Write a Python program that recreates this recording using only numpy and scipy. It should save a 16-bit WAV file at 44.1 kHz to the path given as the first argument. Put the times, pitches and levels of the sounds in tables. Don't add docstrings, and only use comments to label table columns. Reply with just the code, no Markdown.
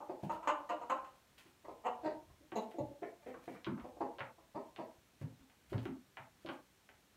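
import sys
import numpy as np
from scipy import signal
from scipy.fft import rfft, irfft
from scipy.io import wavfile
from scipy.ndimage import uniform_filter1d

SR = 44100
rng = np.random.default_rng(int(sys.argv[2]) if len(sys.argv) > 2 else 0)


def volts_from_db(level):
    exponent = np.asarray(level, float) / 20
    return 10 ** exponent


def wav_record(signal):
    frames = np.transpose(np.atleast_2d(signal))
    bounded = np.clip(frames, -1, 1)
    quanta = np.round(bounded * 32767).astype(np.int16)
    wavfile.write(sys.argv[1], SR, quanta)


N = 316094
CLEAR_BREATH, ROUGH_BREATH = 0.55, 0.9


def band(x, hz, width_hz):
    return signal.lfilter(*signal.iirpeak(hz, hz / width_hz, fs=SR), x)


def low(x, hz):
    return signal.sosfilt(signal.butter(4, min(hz, 0.45 * SR), fs=SR, output="sos"), x)


def unit(x):
    return x / np.max(np.abs(x))


def decay(t, t60_s):
    return np.exp(-np.log(1000) * t / t60_s)


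def colour(x, table):
    hz, db = np.transpose(table)
    f = np.maximum(np.arange(len(x) // 2 + 1) * SR / len(x), 1)
    y = irfft(rfft(x) * volts_from_db(np.interp(np.log(f), np.log(hz), db)), len(x))
    return y / np.sqrt(np.mean(y ** 2))


def add(track, start_s, x):
    i = int(start_s * SR)
    track[i:i + len(x)] += x[:N - i]


def swells(table, rise_db_s, fall_db_s):
    t = np.arange(N) / SR
    gain = np.zeros(N)
    for s, db, hold_s in table:
        before_s = np.maximum(s - t, 0)
        after_s = np.maximum(t - s - hold_s, 0)
        gain += volts_from_db(db - rise_db_s * before_s - fall_db_s * after_s)
    return gain


def cluck(hz, throat_hz, swell_s, beak_db, beak, hold_s, jitter, breath, sag, wide, chest):
    t = np.arange(int(0.15 * SR)) / SR
    wobble, air_noise = rng.standard_normal((2, len(t)))
    wobble = uniform_filter1d(wobble, size=128) * np.sqrt(128)
    swell_s = max(swell_s, 0.001)
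    end_s = swell_s + hold_s
    phase = np.cumsum(hz * (1 + sag * (0.5 - t / end_s) + jitter * wobble)) / SR
    puff = np.exp(-(phase % 1) / 0.053)
    shape = np.clip(t / swell_s, 0, 1) ** 2 * np.clip((end_s - t) / (1.32 * hold_s), 0, 1)
    leak = 0.16
    source = (puff - 0.07 + breath * air_noise * (puff + leak)) * shape

    pipe = chest * band(source, throat_hz, 2.2 * throat_hz)
    pipe += 1.45 * band(source, throat_hz, wide * throat_hz)
    top_hz = 1.218 * throat_hz + 300
    pipe = low(low(band(pipe, throat_hz, 2 * throat_hz), top_hz), top_hz)

    treble = np.zeros(len(t))
    for f, width_hz, db in beak:
        ring = band(band(band(source, f, width_hz), f, 3 * width_hz), f, 3 * width_hz)
        treble += volts_from_db(db) * unit(ring)
    return unit(pipe) + volts_from_db(beak_db - 13) * treble


def hen(calls, beak, beak_db, opening_db, **voice):
    half_open_hz = 800
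    out = np.zeros(N)
    for s, db, hz, throat_hz, swell_s in calls:
        treble_db = beak_db + opening_db * np.log2(throat_hz / half_open_hz)
        add(out, s, volts_from_db(db) * cluck(hz, throat_hz, swell_s, treble_db, beak, **voice))
    return out


def loud_hen():
    # start in seconds, peak in dB, pitch in Hz, throat in Hz, swell in seconds.
    clucks = [(0.001, -51.5, 300.2, 820, 0.00055), (0.292, -39.5, 312.3, 920, 0.0035),
              (0.325, -52, 305.3, 925, 0.014), (0.425, -50.5, 320, 1000, 0.0014),
              (0.471, -31.5, 306, 1054, 0.0014), (0.689, -40, 231, 1052, 0.00085),
              (0.70, -44, 306, 693, 0.0016), (0.81, -49.5, 239.2, 970, 0.0028),
              (0.895, -37, 259.7, 1047, 0.00073), (0.905, -50, 306, 675, 0.0021),
              (0.96, -63, 256, 1130, 0.0077), (1.04, -64.5, 250, 1220, 0.0031)]
    long_call = [
        (1.83, -37.5, 226, 853, 0.036),
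    ]
    # centre in Hz, width in Hz, level in dB.
    beak = [(1830, 730, 13), (2620, 110, 1.5), (2820, 170, 5.5), (4000, 720, -2), (6660, 400, -2.5),
            (7670, 320, -6.5), (9400, 970, -10), (12100, 930, -12.5)]
    out = hen(clucks, beak, beak_db=-31.5, opening_db=40, hold_s=0.035, jitter=0.06,
              breath=ROUGH_BREATH, sag=0.033, wide=0.061, chest=0.53)
    out += hen(long_call, beak, beak_db=-18, opening_db=0, hold_s=0.015, jitter=0.097,
               breath=CLEAR_BREATH, sag=0.019, wide=0.74, chest=0.11)
    return out


def clear_hen():
    # start in seconds, peak in dB, pitch in Hz, throat in Hz, swell in seconds.
    clucks = [
        (2.40, -68.5, 288, 320, 0.005),
        (2.548, -36.5, 224, 584, 0.018),
        (2.74, -56, 354, 393, 0.0028),
        (2.781, -40, 286.3, 500, 0.0026),
    ]
    # centre in Hz, width in Hz, level in dB.
    beak = [(2100, 510, 8.8), (2750, 180, 4.2), (3920, 430, 10.6), (6760, 630, 8.8), (12000, 1100, 2.2)]
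    return hen(clucks, beak, beak_db=-4, opening_db=42.5, hold_s=0.02, jitter=0.029,
               breath=CLEAR_BREATH, sag=0.095, wide=1.5, chest=0.8)


def small_hen():
    # start in seconds, peak in dB, pitch in Hz, throat in Hz, swell in seconds.
    clucks = [
        (3.018, -48.5, 331.4, 626, 0.012),
        (3.21, -68, 297, 710, 0.024),
        (3.258, -52, 242, 482, 0.0073),
        (3.272, -55.5, 264.3, 540, 0.023),
        (3.474, -49.5, 241, 586, 0.00092),
        (3.54, -65.5, 242, 1180, 0.011),
    ]
    # centre in Hz, width in Hz, level in dB.
    beak = [(1460, 170, 8.5), (1790, 540, 23), (2300, 82, 11.5), (2870, 310, 4), (5800, 390, -6)]
    return hen(clucks, beak, beak_db=-18, opening_db=8.5, hold_s=0.016, jitter=0.043,
               breath=1.0, sag=0.12, wide=0.55, chest=0.36)


def hoarse_hen():
    # start in seconds, peak in dB, pitch in Hz, throat in Hz, swell in seconds.
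    clucks = [(0.083, -45.5, 326.6, 616, 0.012), (1.635, -58, 293.4, 700, 0.015),
              (1.68, -53, 306, 770, 0.0033), (2.29, -69, 285.5, 780, 0.0049),
              (3.838, -51.5, 247.4, 610, 0.0012), (3.96, -58.5, 289, 580, 0.0026),
              (4.002, -41.5, 345, 660, 0.0052), (4.37, -65, 333, 760, 0.013),
              (4.537, -47, 278.5, 700, 0.024), (4.775, -46.5, 319.2, 730, 0.023)]
    steady_call = [
        (2.018, -39.5, 308.6, 583, 0.046),
    ]
    # centre in Hz, width in Hz, level in dB.
    beak = [(1670, 780, 14.5), (2300, 200, -7), (3200, 380, -10), (4500, 560, 2), (7500, 1100, -8)]
    out = hen(clucks, beak, beak_db=-21, opening_db=7.5, hold_s=0.027, jitter=0.11,
              breath=1.64, sag=0.064, wide=3.5, chest=0.64)
    out += hen(steady_call, beak, beak_db=-17.5, opening_db=2, hold_s=0.031, jitter=0.038,
               breath=ROUGH_BREATH, sag=0.06, wide=3.5, chest=0.9)
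    return out


def feet():
    # start in seconds, peak in dB, board in Hz.
    thuds = [(0.231, -35.5, 191.4), (1.455, -62, 370), (2.05, -49, 234), (2.314, -79, 80),
             (2.521, -44, 360), (2.799, -40.5, 130), (3.36, -55, 320), (3.476, -45, 329), (3.53, -52, 206),
             (3.668, -36, 347), (3.683, -32.5, 236), (3.729, -38, 208), (4.005, -42, 270),
             (4.204, -49.5, 127), (4.548, -45, 230), (4.785, -46.5, 242), (5.212, -39.5, 154),
             (5.231, -41.5, 118), (5.393, -58, 274), (5.719, -39, 404), (5.744, -29.5, 117.3),
             (5.853, -39, 369), (5.878, -38, 259), (6.194, -56, 132), (6.447, -46.5, 350),
             (6.489, -44.5, 345)]
    toes = [(.233, -39.5, 860), (3.02, -40, 439), (5.214, -51, 530), (5.722, -46.5, 600), (5.74, -45, 540),
            (6.448, -46.5, 615)]
    foot_push_s, toe_push_s, stiff_hz, stiffening = 0.0044, 0.0023, 250, 0.31
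    out, t = np.zeros(N), np.arange(int(0.3 * SR)) / SR
    for steps, soft_s in (thuds, foot_push_s), (toes, toe_push_s):
        for s, db, hz in steps:
            contact_s = soft_s * (stiff_hz / hz) ** stiffening
            push = np.sin(np.pi * np.clip(t / contact_s, 0, 1)) ** 2
            boards = band(push, hz, 0.18 * hz)
            boards += 0.5 * band(push, 1.8 * hz, 0.64 * hz)
            boards += 0.2 * band(push, 2.26 * hz, 0.28 * hz)
            add(out, s, volts_from_db(db) * unit(boards))
    return out


def pecks():
    # start in seconds, peak in dB, wood in Hz, body in dB.
    hits = [(0.2964, -55.5, 1880, 13.5), (1.3807, -49, 2800, -30), (1.4636, -61.5, 1750, -11),
            (1.648, -65, 2750, 7), (2.5194, -42.5, 2090, -6), (2.7159, -51, 2180, -10),
            (3.3418, -50.5, 1610, -1.5), (3.4364, -67, 1750, -7), (3.6455, -35, 2750, -23),
            (3.6657, -42, 1900, -1), (3.7776, -50.5, 1500, -2), (3.7985, -48, 2000, -9),
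            (4.185, -41, 2400, -6), (4.1947, -43, 2820, -11), (4.206, -31, 1760, -12),
            (4.7619, -41.5, 2600, -17), (5.215, -53, 1810, -7), (5.4054, -64, 2300, -10),
            (5.4986, -55.5, 2270, -18), (5.73, -47, 3180, 1), (5.7808, -41, 3000, -20),
            (5.8546, -39, 2010, -10), (6.1706, -37.5, 1930, -9.5), (6.462, -41, 2940, -16),
            (6.4744, -47.5, 1750, -4.5), (6.489, -36, 2420, -7.5), (6.8905, -47, 1880, -15.5)]
    tick_t60_s, plank_t60_s = 0.034, 0.032
    blow = 30
    width = 0.8
    ticks, planks, t = np.zeros(N), np.zeros(N), np.arange(int(0.1 * SR)) / SR
    for s, db, hz, body_db in hits:
        crack = rng.standard_normal(len(t)) * decay(t, tick_t60_s)
        scrape = rng.standard_normal(len(t)) * decay(t, plank_t60_s)
        crack[0] += blow
        tick = low(band(band(crack, hz, width * hz), hz, 2 * width * hz), 1.66 * hz)
        plank = low(band(band(scrape, 550, 920), 930, 840), 1880)
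        add(ticks, s, volts_from_db(db) * unit(tick))
        add(planks, s, volts_from_db(db + body_db + 11.5) * unit(plank))
    return ticks, planks


def straw(grains_per_s, spread_db):
    # frequency in Hz, density in dB per Hz.
    straw_spectrum = [(300, 2), (1000, 4.5), (2500, 11), (5000, 0.5), (9000, -1.5), (15000, -3.5)]
    # start in seconds, level in dB, hold in seconds.
    rakes = [(.235, -66.5, .02), (.315, -64.5, 0.024), (1.15, -76, 0.0037), (1.382, -63.5, 0.011),
             (1.43, -76, .003), (1.472, -73.5, 0.013), (2.618, -69, .005), (2.714, -70, .005),
             (3.278, -71, 0.0052), (3.33, -82, .02), (3.43, -71.5, 0.028), (3.5, -68, 0.045),
             (5.166, -88, .005), (5.21, -69, .01), (5.70, -70, .17), (6.42, -73, 0.12), (6.662, -78, .004)]
    when, size, sign = rng.random(N), rng.exponential(1, N), rng.standard_normal(N)
    grains = (when < grains_per_s / SR) * volts_from_db(spread_db * size) * sign
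    return colour(grains, straw_spectrum) * swells(rakes, rise_db_s=893, fall_db_s=453)


def coop(x, modes_db, diffuse_db, knee_s, fade_t60_s):
    # frequency in Hz, level in dB, t60 in seconds.
    plank_modes = [(118, -11, 0.053), (236, 4.5, 0.18), (306, 12.5, 0.21), (345, -8, 1), (401.4, 20.5, 0.2),
                   (550, 9, 0.25), (622, 4, 0.085), (700, 15.5, 0.12), (770, -17, 0.2), (841, 10.5, 0.32),
                   (925, 12, 0.27), (960, -11, 0.68), (1036, 9, 0.41), (1155, 4, 0.1)]
    # frequency in Hz, t60 in seconds, level in dB.
    walls = [(99, 0.16, 2), (256, 0.34, 7), (500, 0.53, 1.5), (1000, 0.33, 7), (2440, 0.25, 10),
             (5900, 0.22, 6.5), (14100, 0.14, 8.5)]
    t = np.arange(int(0.6 * SR)) / SR
    modes = np.zeros(len(t))
    for hz, db, t60_s in plank_modes:
        start_phase = rng.uniform(0, 2 * np.pi)
        modes += volts_from_db(db) * np.sin(2 * np.pi * hz * t + start_phase) * decay(t, t60_s)

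    wall_hz, wall_t60_s, wall_db = np.transpose(walls)
    tail = np.zeros(len(t))
    for f in 70 * 2 ** np.arange(0, 8, 0.5):
        t60_s = np.interp(np.log(f), np.log(wall_hz), wall_t60_s)
        db = np.interp(np.log(f), np.log(wall_hz), wall_db)
        tail += volts_from_db(db) * band(rng.standard_normal(len(t)), f, 0.5 * f) * decay(t, t60_s)

    echo_s, scatter_db = 0.004, 2
    echoes = uniform_filter1d(rng.standard_normal(len(t)), size=int(echo_s * SR))
    echoes = volts_from_db(scatter_db * echoes / echoes.std())
    tail *= echoes / np.sqrt(np.mean(echoes ** 2))

    onset = np.clip(t / 0.0021, 0, 1)
    cut = decay(np.maximum(t - knee_s, 0), fade_t60_s)
    response = (volts_from_db(modes_db) * modes + volts_from_db(diffuse_db) * tail) * onset * cut
    return x + signal.fftconvolve(x, response)[:N]


def hiss():
    # frequency in Hz, density in dB per Hz.
    hiss_spectrum = [(26, -54), (45, 0.5), (200, 2.5), (507, -4.5), (950, -6.5), (1600, -7.5),
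                     (3500, -10.5), (15600, -19.5)]
    # centre in Hz, width in Hz, share lost (0-1).
    port_dips = [(4800, 290, 0.48), (10450, 400, 0.71), (14900, 1100, 0.14)]
    noise = rng.standard_normal(N)
    for hz, width_hz, share in port_dips:
        noise = noise - share * band(noise, hz, width_hz)
    return volts_from_db(-70) * colour(noise, hiss_spectrum)


def rumble():
    # start in seconds, level in dB, hold in seconds.
    jolts = [(.34, -48, 0.017), (1.04, -56.5, .02), (1.71, -47.5, .01), (2.02, -52, .02),
             (2.18, -48, 0.0074), (2.31, -39.5, .005), (2.85, -38, .03), (3.33, -55, 0.035),
             (3.83, -42, .02), (4.01, -47.5, .02), (5.26, -62, .02), (5.75, -31, 0.0091), (5.89, -51, .03)]
    level_db, wander_db, wander_s = -60, 5, 0.24
    noise, drift = rng.standard_normal((2, N))
    drift = band(drift, 1 / wander_s, 2 / wander_s)
    shake = volts_from_db(level_db + wander_db * drift / drift.std())
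    shake += swells(jolts, rise_db_s=295, fall_db_s=263)
    bass = colour(noise, [(15, -57), (35, -14.5), (60, 1.5), (90, -4), (150, -7.5), (400, -50)])
    return volts_from_db(-22.5) * bass * shake


def scene():
    voice_t60_s, knock_t60_s = 0.38, 0.2
    near = volts_from_db(10.5) * (loud_hen() + clear_hen())
    far = volts_from_db(13.5) * (small_hen() + hoarse_hen())
    voices = coop(near, modes_db=-65, diffuse_db=-33, knee_s=0.46, fade_t60_s=voice_t60_s)
    voices += coop(far, modes_db=-63.5, diffuse_db=-36.5, knee_s=0.17, fade_t60_s=voice_t60_s)
    boards = coop(volts_from_db(-1.5) * feet(), modes_db=-56, diffuse_db=-28, knee_s=0.12, fade_t60_s=knock_t60_s)
    ticks, planks = pecks()
    wood = coop(volts_from_db(1) * ticks, modes_db=-78, diffuse_db=-39, knee_s=0.086, fade_t60_s=knock_t60_s)
    wood += coop(volts_from_db(-6) * planks, modes_db=-66, diffuse_db=-32, knee_s=0.11, fade_t60_s=knock_t60_s)
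    stalks = volts_from_db(-1.5) * straw(grains_per_s=850, spread_db=0.5)
    stalks = coop(stalks, modes_db=-55, diffuse_db=-39.5, knee_s=0.058, fade_t60_s=0.28)
    close = voices + boards + wood + stalks
    close = signal.sosfilt(signal.butter(2, 80, "high", fs=SR, output="sos"), close)
    return (close + hiss() + rumble())[None]


def roll_off(x):
    return signal.sosfilt(signal.butter(12, 15740, fs=SR, output="sos"), x)


def record(dry):
    keep = np.exp(-1 / (0.016 * SR))
    loudness = signal.lfilter([1 - keep], [1, -keep], np.abs(dry))
    gain = (1 + (loudness / volts_from_db(-39)) ** 2) ** -0.15
    top = signal.ellip(8, 0.2, 60, 15700, fs=SR, output="sos")
    mix = signal.sosfilt(top, dry * gain)
    return roll_off(mix)


dry = scene()
out = record(dry)
wav_record(out)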